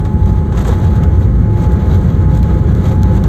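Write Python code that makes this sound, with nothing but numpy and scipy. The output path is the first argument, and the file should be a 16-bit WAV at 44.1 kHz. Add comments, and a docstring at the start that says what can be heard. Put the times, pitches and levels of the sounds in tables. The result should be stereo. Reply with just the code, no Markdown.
"""Airliner rollout, window seat

Inside the cabin after landing, on a recorder with two microphone ports: wheels rumble through the fuselage
under a roar of engines and air, both coloured noise. Two machines at nearly the same speed whine in slow beats,
over faint hums and a rising whistle. Rough runway makes the trim rattle, knock and click, as bursts of noise;
one bump is stronger and ends in a hollow thump of short decaying tones. A limiter holds the rumble's peaks."""
import sys
import numpy as np
from scipy import signal
from scipy.fft import rfft, irfft, next_fast_len
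from scipy.io import wavfile
from scipy.ndimage import uniform_filter1d, minimum_filter1d, map_coordinates

SR = 44100
rng = np.random.default_rng(int(sys.argv[2]) if len(sys.argv) > 2 else 0)


def dump(signal):
    """Clip the signal to [-1, 1] and save it as 16-bit WAV at the path in sys.argv[1]."""
    limited = np.clip(np.atleast_2d(signal).T, -1, 1)
    pcm = np.round(limited * 32767).astype(np.int16)
    wavfile.write(sys.argv[1], SR, pcm)


N = 144648
PORT_SPLIT = np.array([[.5], [-.5]])  # shares a left-right difference equally between the two ports


def amp(db):
    """Decibels to gain."""
    return 10 ** (np.asarray(db) / 20)


def unit(x):
    """Scale to rms 1."""
    return x / np.sqrt(np.mean(x ** 2) + 1e-20)


def along(points, hz):
    """Points of (frequency [Hz], value) read on a log frequency axis."""
    f, v = np.transpose(points)
    return np.interp(np.log(hz + 1), np.log(f + 1), v)


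def clock():
    """The time of each sample in seconds."""
    return np.arange(N) / SR


def curve(rows):
    """Points of (time [s], value) as one value per sample."""
    return np.interp(clock(), *np.transpose(rows))


def wobble(rate):
    """A smooth random curve with rate knots a second."""
    return map_coordinates(rng.standard_normal(4096), [clock() * rate], mode="wrap")


def filtered(x, response):
    """x with its spectrum multiplied by a response of frequency."""
    m = next_fast_len(N + SR // 2)  # padded so that tails do not wrap onto the start
    hz = np.fft.rfftfreq(m, 1 / SR)
    return irfft(rfft(x, m) * response(hz), m)[..., :N]


def pan(db):
    """Left and right gains for a level difference."""
    return amp(PORT_SPLIT * db)


# level between the microphone ports: (frequency [Hz], left-right difference [dB])
PORT_BALANCE = [(60, -0.5), (190, -1), (280, -2.5), (400, -5), (520, -1), (700, -3.5), (1100, -1),
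                (2000, 0), (10000, 0.5)]
# phase between the microphone ports: (frequency [Hz], left lead [rad])
PORT_LEAD = [(30, 0), (200, -.15), (480, 0), (690, 2.2), (2600, 3.1), (3400, 1.5), (4500, 2.9), (5400, 3.2),
             (6200, 5.1), (7100, 6.3), (8400, 7.9), (9800, 9.4), (11000, 10.9), (12400, 12.6),
             (14700, 15.7)]


def at_ports(x):
    """The level and phase differences of sound reaching the two microphone ports."""
    def response(hz):
        return pan(along(PORT_BALANCE, hz)) * np.exp(1j * PORT_SPLIT * along(PORT_LEAD, hz))
    return filtered(x, response)


# ripple of the spectrum from cabin reflections: (frequency [Hz], depth [dB])
REFLECTION_DEPTH = [(400, 0), (900, 2), (2500, 2.6), (8000, 2.6), (12000, 1.6)]
RIPPLE_SPACING_HZ = 45


def ripple(hz):
    """Reflections on one path through the cabin: many narrow random peaks and dips, in dB."""
    shape = map_coordinates(rng.standard_normal(4096), [hz / RIPPLE_SPACING_HZ], mode="wrap")
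    return along(REFLECTION_DEPTH, hz) * shape


# likeness of the noise at the two ports: (frequency [Hz], coherence [0-1])
PORT_COHERENCE = [(60, .995), (140, .96), (220, .95), (350, .78), (500, .42), (700, .3), (1200, .42),
                  (2600, .78), (3600, .35), (5000, .65), (7000, .85), (10000, .92), (15000, .9)]


def cabin_noise(spectrum):
    """Coloured noise of rms 1 at the two ports: alike in the bass, shifted in phase in the treble."""
    def response(hz):
        turn = np.arccos(np.clip(along(PORT_COHERENCE, hz), 0, 1)) / 2
        colour = amp(along(spectrum, hz) + ripple(hz))
        return colour * [np.cos(turn), np.sin(turn)]
    common, apart = filtered(rng.standard_normal((2, N)), response)
    return unit(at_ports(np.array([common + apart, common - apart])))


def strike(start, attack, t60):
    """The envelope of one contact: a quick rise, then a 60 dB decay in t60 seconds."""
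    age = np.maximum(clock() - start, 0)
    return (1 - np.exp(-age / attack)) * np.exp(-np.log(1000) * age / t60)


CONTACT_ATTACK_S = 0.0001


def contacts(per_s, spread_db, t60):
    """The envelope, rms 1, of many random contacts of uneven size."""
    chance, size = rng.random(N), rng.standard_normal(N)
    hits = (chance < per_s / SR) * amp(spread_db * np.clip(size, -2, 2))
    decay = strike(0, CONTACT_ATTACK_S, t60)
    power = signal.fftconvolve(hits ** 2, decay ** 2)[:N]  # separate contacts add in power
    return unit(np.sqrt(np.abs(power)))


def tone(hz, waver_hz, lead=0):
    """A slightly unsteady sine of rms 1 at both ports; lead is the left port's lead in radians."""
    phase = 2 * np.pi * np.cumsum(hz + waver_hz * wobble(14)) / SR
    return np.sqrt(2) * np.sin(phase + PORT_SPLIT * lead)


# faint steady machine tones: (pitch [Hz], level [dB])
HUM_TONES = [(513, -48.5), (1060, -50.5)]


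def hums():
    """Faint hums of machinery, each a sine of slightly wavering pitch."""
    return sum(amp(db) * tone(hz, waver_hz=4.41) for hz, db in HUM_TONES)


# rising pitch of the turbine whistle: (time [s], pitch [Hz])
TURBINE_PITCH = [(0, 8280), (.5, 8420), (1.4, 8600), (2.2, 8920), (3.28, 9100)]
TURBINE_START_DB, TURBINE_FADE_DB_PER_S, TURBINE_FLUTTER_DB = -63.5, 5, 2.5


def turbine():
    """A faint turbine whistle that rises in pitch as it fades."""
    level_db = TURBINE_START_DB - TURBINE_FADE_DB_PER_S * clock() + TURBINE_FLUTTER_DB * wobble(9.4)
    return amp(level_db) * tone(curve(TURBINE_PITCH), waver_hz=24.6, lead=1.6)


# moments when the two machines are out of step and cancel most: (time [s])
BEAT_DIP_TIMES = [-0.2, 0.66, 1.31, 2.06, 2.7, 3.22, 3.9]
# common level of the two whines: (time [s], level [dB])
WHINE_SWELL = [(0, -27.5), (0.22, -29), (0.5, -28.5), (0.8, -28), (1.1, -30.5), (1.5, -29.5), (1.68, -25.5),
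               (1.78, -31), (1.92, -28), (2.5, -30.5), (2.9, -31), (3.12, -24.5), (3.16, -27.5),
               (3.28, -29)]
WHINE_HZ, WHINE_FLUTTER_DB = 853.5, 0.8
FIRST_DB, TWIN_DB, OCTAVE_DB = 0.0095, -6.5, -23
WHINE_PAN_DB, WHINE_LEAD_RAD, WHINE_APART_RAD = 5, 1.81, 0.22


def whines():
    """Two machines at nearly one pitch drift in and out of step, so their whines reinforce and cancel."""
    beats = np.interp(clock(), BEAT_DIP_TIMES, np.arange(len(BEAT_DIP_TIMES)))
    slip = 2 * np.pi * (beats + .5)  # half a cycle apart at each dip
    whine = 0
    for drift, db in [(-1.018, FIRST_DB), (0.97, TWIN_DB)]:
        ports = PORT_SPLIT * (WHINE_LEAD_RAD - drift * WHINE_APART_RAD)
        phase = 2 * np.pi * WHINE_HZ * clock() + drift * slip / 2 + 0.19 * wobble(31) + ports
        whine = whine + amp(db) * (np.sin(phase) + amp(OCTAVE_DB) * np.sin(2 * phase))
    swell = amp(curve(WHINE_SWELL) + WHINE_FLUTTER_DB * wobble(6.9))
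    return pan(WHINE_PAN_DB) * swell * whine


# colour of engines and airflow: (frequency [Hz], relative density [dB per Hz])
ROAR_COLOUR = [(100, -47.5), (230, -4.5), (290, -1), (350, 2.5), (430, -2.5), (480, -6.5), (515, -0.5),
               (560, -10), (640, -11.5), (900, -13.5), (1500, -15), (2200, -23), (3200, -36), (4800, -42),
               (7000, -45.5), (10000, -55), (15000, -49)]
# engine and airflow level: (time [s], level [dB])
ROAR_SWELL = [(0, -26.5), (.45, -25.5), (.7, -23), (1.3, -24), (2.1, -23.5), (2.6, -23), (3.28, -22)]


def roar():
    """Engines and turbulent air heard through the cabin wall as gently fluttering noise."""
    return amp(curve(ROAR_SWELL) + 1.23 * wobble(12)) * cabin_noise(ROAR_COLOUR)


# how hard the cabin is shaken: (time [s], level before the rattle's offsets [dB])
SHAKING = [(0.0, -40.5), (0.03, -47.5), (0.06, -40), (0.11, -46.5), (0.22, -45.5), (0.3, -39.5),
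           (0.38, -44.5), (0.5, -51), (0.58, -31), (0.64, -33.5), (0.69, -32.5), (0.76, -37.5),
           (0.97, -39.5), (1.08, -48), (1.22, -39), (1.3, -47.5), (1.48, -47), (1.63, -38), (1.78, -44),
           (1.96, -36.5), (2.2, -44), (2.3, -47.5), (2.38, -33.5), (2.42, -43.5), (2.7, -41.5),
           (2.78, -38.5), (2.88, -36), (2.99, -40), (3.1, -44.5), (3.16, -35), (3.26, -42.5)]
# colour of the rattling trim: (frequency [Hz], relative density [dB per Hz])
TRIM_COLOUR = [(150, -9), (400, 4.5), (750, 10), (1300, 3), (2000, 0), (2600, -6), (3400, -8), (4200, -7),
               (5000, -17), (6300, -15), (9000, -41), (13000, -22), (16000, -42)]
# colour of the small fittings: (frequency [Hz], relative density [dB per Hz])
FITTINGS_COLOUR = [(1500, -20), (3500, -2), (6500, 0), (10000, -5), (13000, -7.5), (15500, -16)]
RATTLE_DB, RATTLE_FLUTTER_DB = 7, 2.38  # offset from the shaking, flutter
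RATTLES_PER_S, RATTLE_SPREAD_DB, RATTLE_T60_S = 550, 1, 0.085
SIZZLE_DB, SIZZLE_FLUTTER_DB = -12.5, 1.2  # offset from the mean shaking, flutter
SIZZLE_GROWTH = 1.35  # dB of sizzle per dB of shaking
SIZZLES_PER_S, SIZZLE_SPREAD_DB, SIZZLE_T60_S = 500, 4.5, 0.02


def rattle():
    """Loose trim chatters as hard as the cabin is shaken; small fittings sizzle, most in the hard shakes."""
    shake_db = curve(SHAKING)
    trim_db = shake_db + RATTLE_DB + RATTLE_FLUTTER_DB * wobble(27.77)
    trim = amp(trim_db) * contacts(RATTLES_PER_S, RATTLE_SPREAD_DB, RATTLE_T60_S)
    mean_db = shake_db.mean()
    sizzle_db = SIZZLE_DB + mean_db + SIZZLE_GROWTH * (shake_db - mean_db)
    sizzle_db = sizzle_db + SIZZLE_FLUTTER_DB * wobble(24.48)
    fittings = amp(sizzle_db) * contacts(SIZZLES_PER_S, SIZZLE_SPREAD_DB, SIZZLE_T60_S)
    return trim * cabin_noise(TRIM_COLOUR) + fittings * cabin_noise(FITTINGS_COLOUR)


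# single jolts that set the fittings chattering: (time [s], level [dB])
CHATTER_JOLTS = [(0.05, -37.5), (0.254, -38.5), (0.298, -41), (0.571, -29.5), (0.602, -28), (0.667, -25),
                 (0.679, -22.5), (0.842, -33.5), (0.953, -34), (1.203, -42.5), (1.615, -31), (1.717, -31.5),
                 (1.937, -32.5), (2.35, -36), (2.539, -33.5), (2.853, -34.5)]
CHATTER_ATTACK_S, CHATTER_T60_S = 0.0076, 0.058


def chatter():
    """A jolt starts a short burst of contacts among the fittings."""
    bursts = sum(amp(db) * strike(s, CHATTER_ATTACK_S, CHATTER_T60_S) for s, db in CHATTER_JOLTS)
    touches = contacts(SIZZLES_PER_S, SIZZLE_SPREAD_DB, SIZZLE_T60_S)
    return bursts * touches * cabin_noise(FITTINGS_COLOUR)


# sharp clicks of plastic fittings: (time [s], level before the pulse and ringing offsets [dB])
CLICK_TIMES = [(0.051, -24.5), (0.26, -22), (0.572, -30.5), (0.965, -23.5), (1.037, -17.5), (1.938, -30.5),
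               (2.351, -20.5), (2.43, -12.5), (2.751, -21), (2.917, -20), (3.033, -10.5), (3.2398, -12.5)]
# colour of the plastic: (frequency [Hz], gain [dB])
PLASTIC_COLOUR = [(400, -3), (1000, 13), (1800, 9), (3500, 6), (5000, 6.5), (7000, -1.5), (10000, -9),
                  (15000, -2.5)]
SNAP_DB, CLICK_RING_DB, CLICK_T60_S = 5.5, -6.5, 0.009


def clicks():
    """Plastic fittings snap: one sharp pulse and a few milliseconds of ringing."""
    pulses = np.zeros(N)
    for s, db in CLICK_TIMES:
        pulses[round(s * SR)] += amp(db + SNAP_DB)
    snaps = at_ports(filtered(pulses, lambda hz: amp(along(PLASTIC_COLOUR, hz))))
    ringing = sum(amp(db + CLICK_RING_DB) * strike(s, CONTACT_ATTACK_S, CLICK_T60_S)
                  for s, db in CLICK_TIMES)
    return snaps + ringing * cabin_noise(PLASTIC_COLOUR)


# dull knocks of the cabin panels: (time [s], level [dB], left-right difference [dB])
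PANEL_KNOCKS = [(0.05, -22.5, 5.5), (0.521, -22.5, 0.5), (0.547, -33, -11), (.572, -14, 2),
                (0.604, -22, 3.5), (0.647, -16, 2), (0.674, -18.5, -1.5), (0.691, -16, -1),
                (0.722, -24.5, 4.5), (.864, -24, 0), (.963, -28, -5), (1.031, -22, -4.5),
                (1.636, -21, -1.5), (2.43, -21.5, -7), (2.852, -20, 0.5), (3.033, -25.5, -7),
                (3.24, -21.5, -4)]
# colour of the panels: (frequency [Hz], relative density [dB per Hz])
PANEL_COLOUR = [(150, -20), (420, -8.5), (700, 2.5), (1300, 0.5), (2000, -9), (3200, -17), (8000, -25.5),
                (16000, -62)]
KNOCK_ATTACK_S, KNOCK_T60_S = 0.0025, 0.092


def knocks():
    """Jolts knock the panels, each a short decaying burst of dull noise."""
    envelope = sum(amp(db) * pan(side) * strike(s, KNOCK_ATTACK_S, KNOCK_T60_S)
                   for s, db, side in PANEL_KNOCKS)
    return envelope * cabin_noise(PANEL_COLOUR)


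# the strongest bump throws a panel against its frame twice:
# (time [s], level [dB], pitch [Hz], left-right difference [dB])
PANEL_THUMPS = [(0.688, -6.5, 488.5, -4), (0.697, -9.5, 413, -5.5)]
# ringing modes of that panel: (multiple of the pitch, level relative to the thump [dB])
PANEL_MODES = [(1, 4.5), (1.849, -8), (2.602, -13.5)]
THUMP_ATTACK_S, THUMP_T60_S, THUMP_WAVER_HZ = 0.004, 0.035, 5.4


def thumps():
    """The struck panel rings briefly in a few inharmonic modes, a hollow double thump."""
    total = 0
    for s, db, hz, side in PANEL_THUMPS:
        envelope = pan(side) * strike(s, THUMP_ATTACK_S, THUMP_T60_S)
        for multiple, mode_db in PANEL_MODES:
            total = total + amp(db + mode_db) * envelope * tone(multiple * hz, THUMP_WAVER_HZ)
    return total


# colour of the wheel rumble in the fuselage: (frequency [Hz], relative density [dB per Hz])
RUMBLE_COLOUR = [(15, -33.5), (30, -17), (42, -14.5), (58, 1), (72, -4), (90, 0.5), (108, -5), (132, -9.5),
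                 (162, -7), (178, -11), (198, -9.5), (235, -20), (330, -27.5), (600, -53), (1500, -96.5)]
RUMBLE_MIDWAY_DB, RUMBLE_GROWTH_DB_PER_S = -8.5, 0.92


def rumble():
    """The wheels shake the fuselage, slowly harder: low coloured noise."""
    level_db = RUMBLE_MIDWAY_DB + RUMBLE_GROWTH_DB_PER_S * (clock() - clock().mean())
    return amp(level_db) * cabin_noise(RUMBLE_COLOUR)


def scene():
    """Everything heard at the window seat."""
    background = hums() + turbine() + whines() + roar()
    shaken_cabin = rattle() + chatter() + clicks() + knocks() + thumps()
    return background + shaken_cabin + rumble()


CEILING, LIMITER_HOLD_S, TOP_HZ = 0.96, 0.013, 15300  # ceiling in full scale


def record(dry):
    """The recorder's look-ahead limiter turns both ports down together, then the treble is cut off."""
    size = max(int(LIMITER_HOLD_S * SR), 2)
    needed = CEILING / np.maximum(np.abs(dry).max(axis=0), CEILING)
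    gain = uniform_filter1d(minimum_filter1d(needed, size), size)
    return filtered(dry * gain, lambda hz: hz < TOP_HZ)


dry = scene()
out = record(dry)
dump(out)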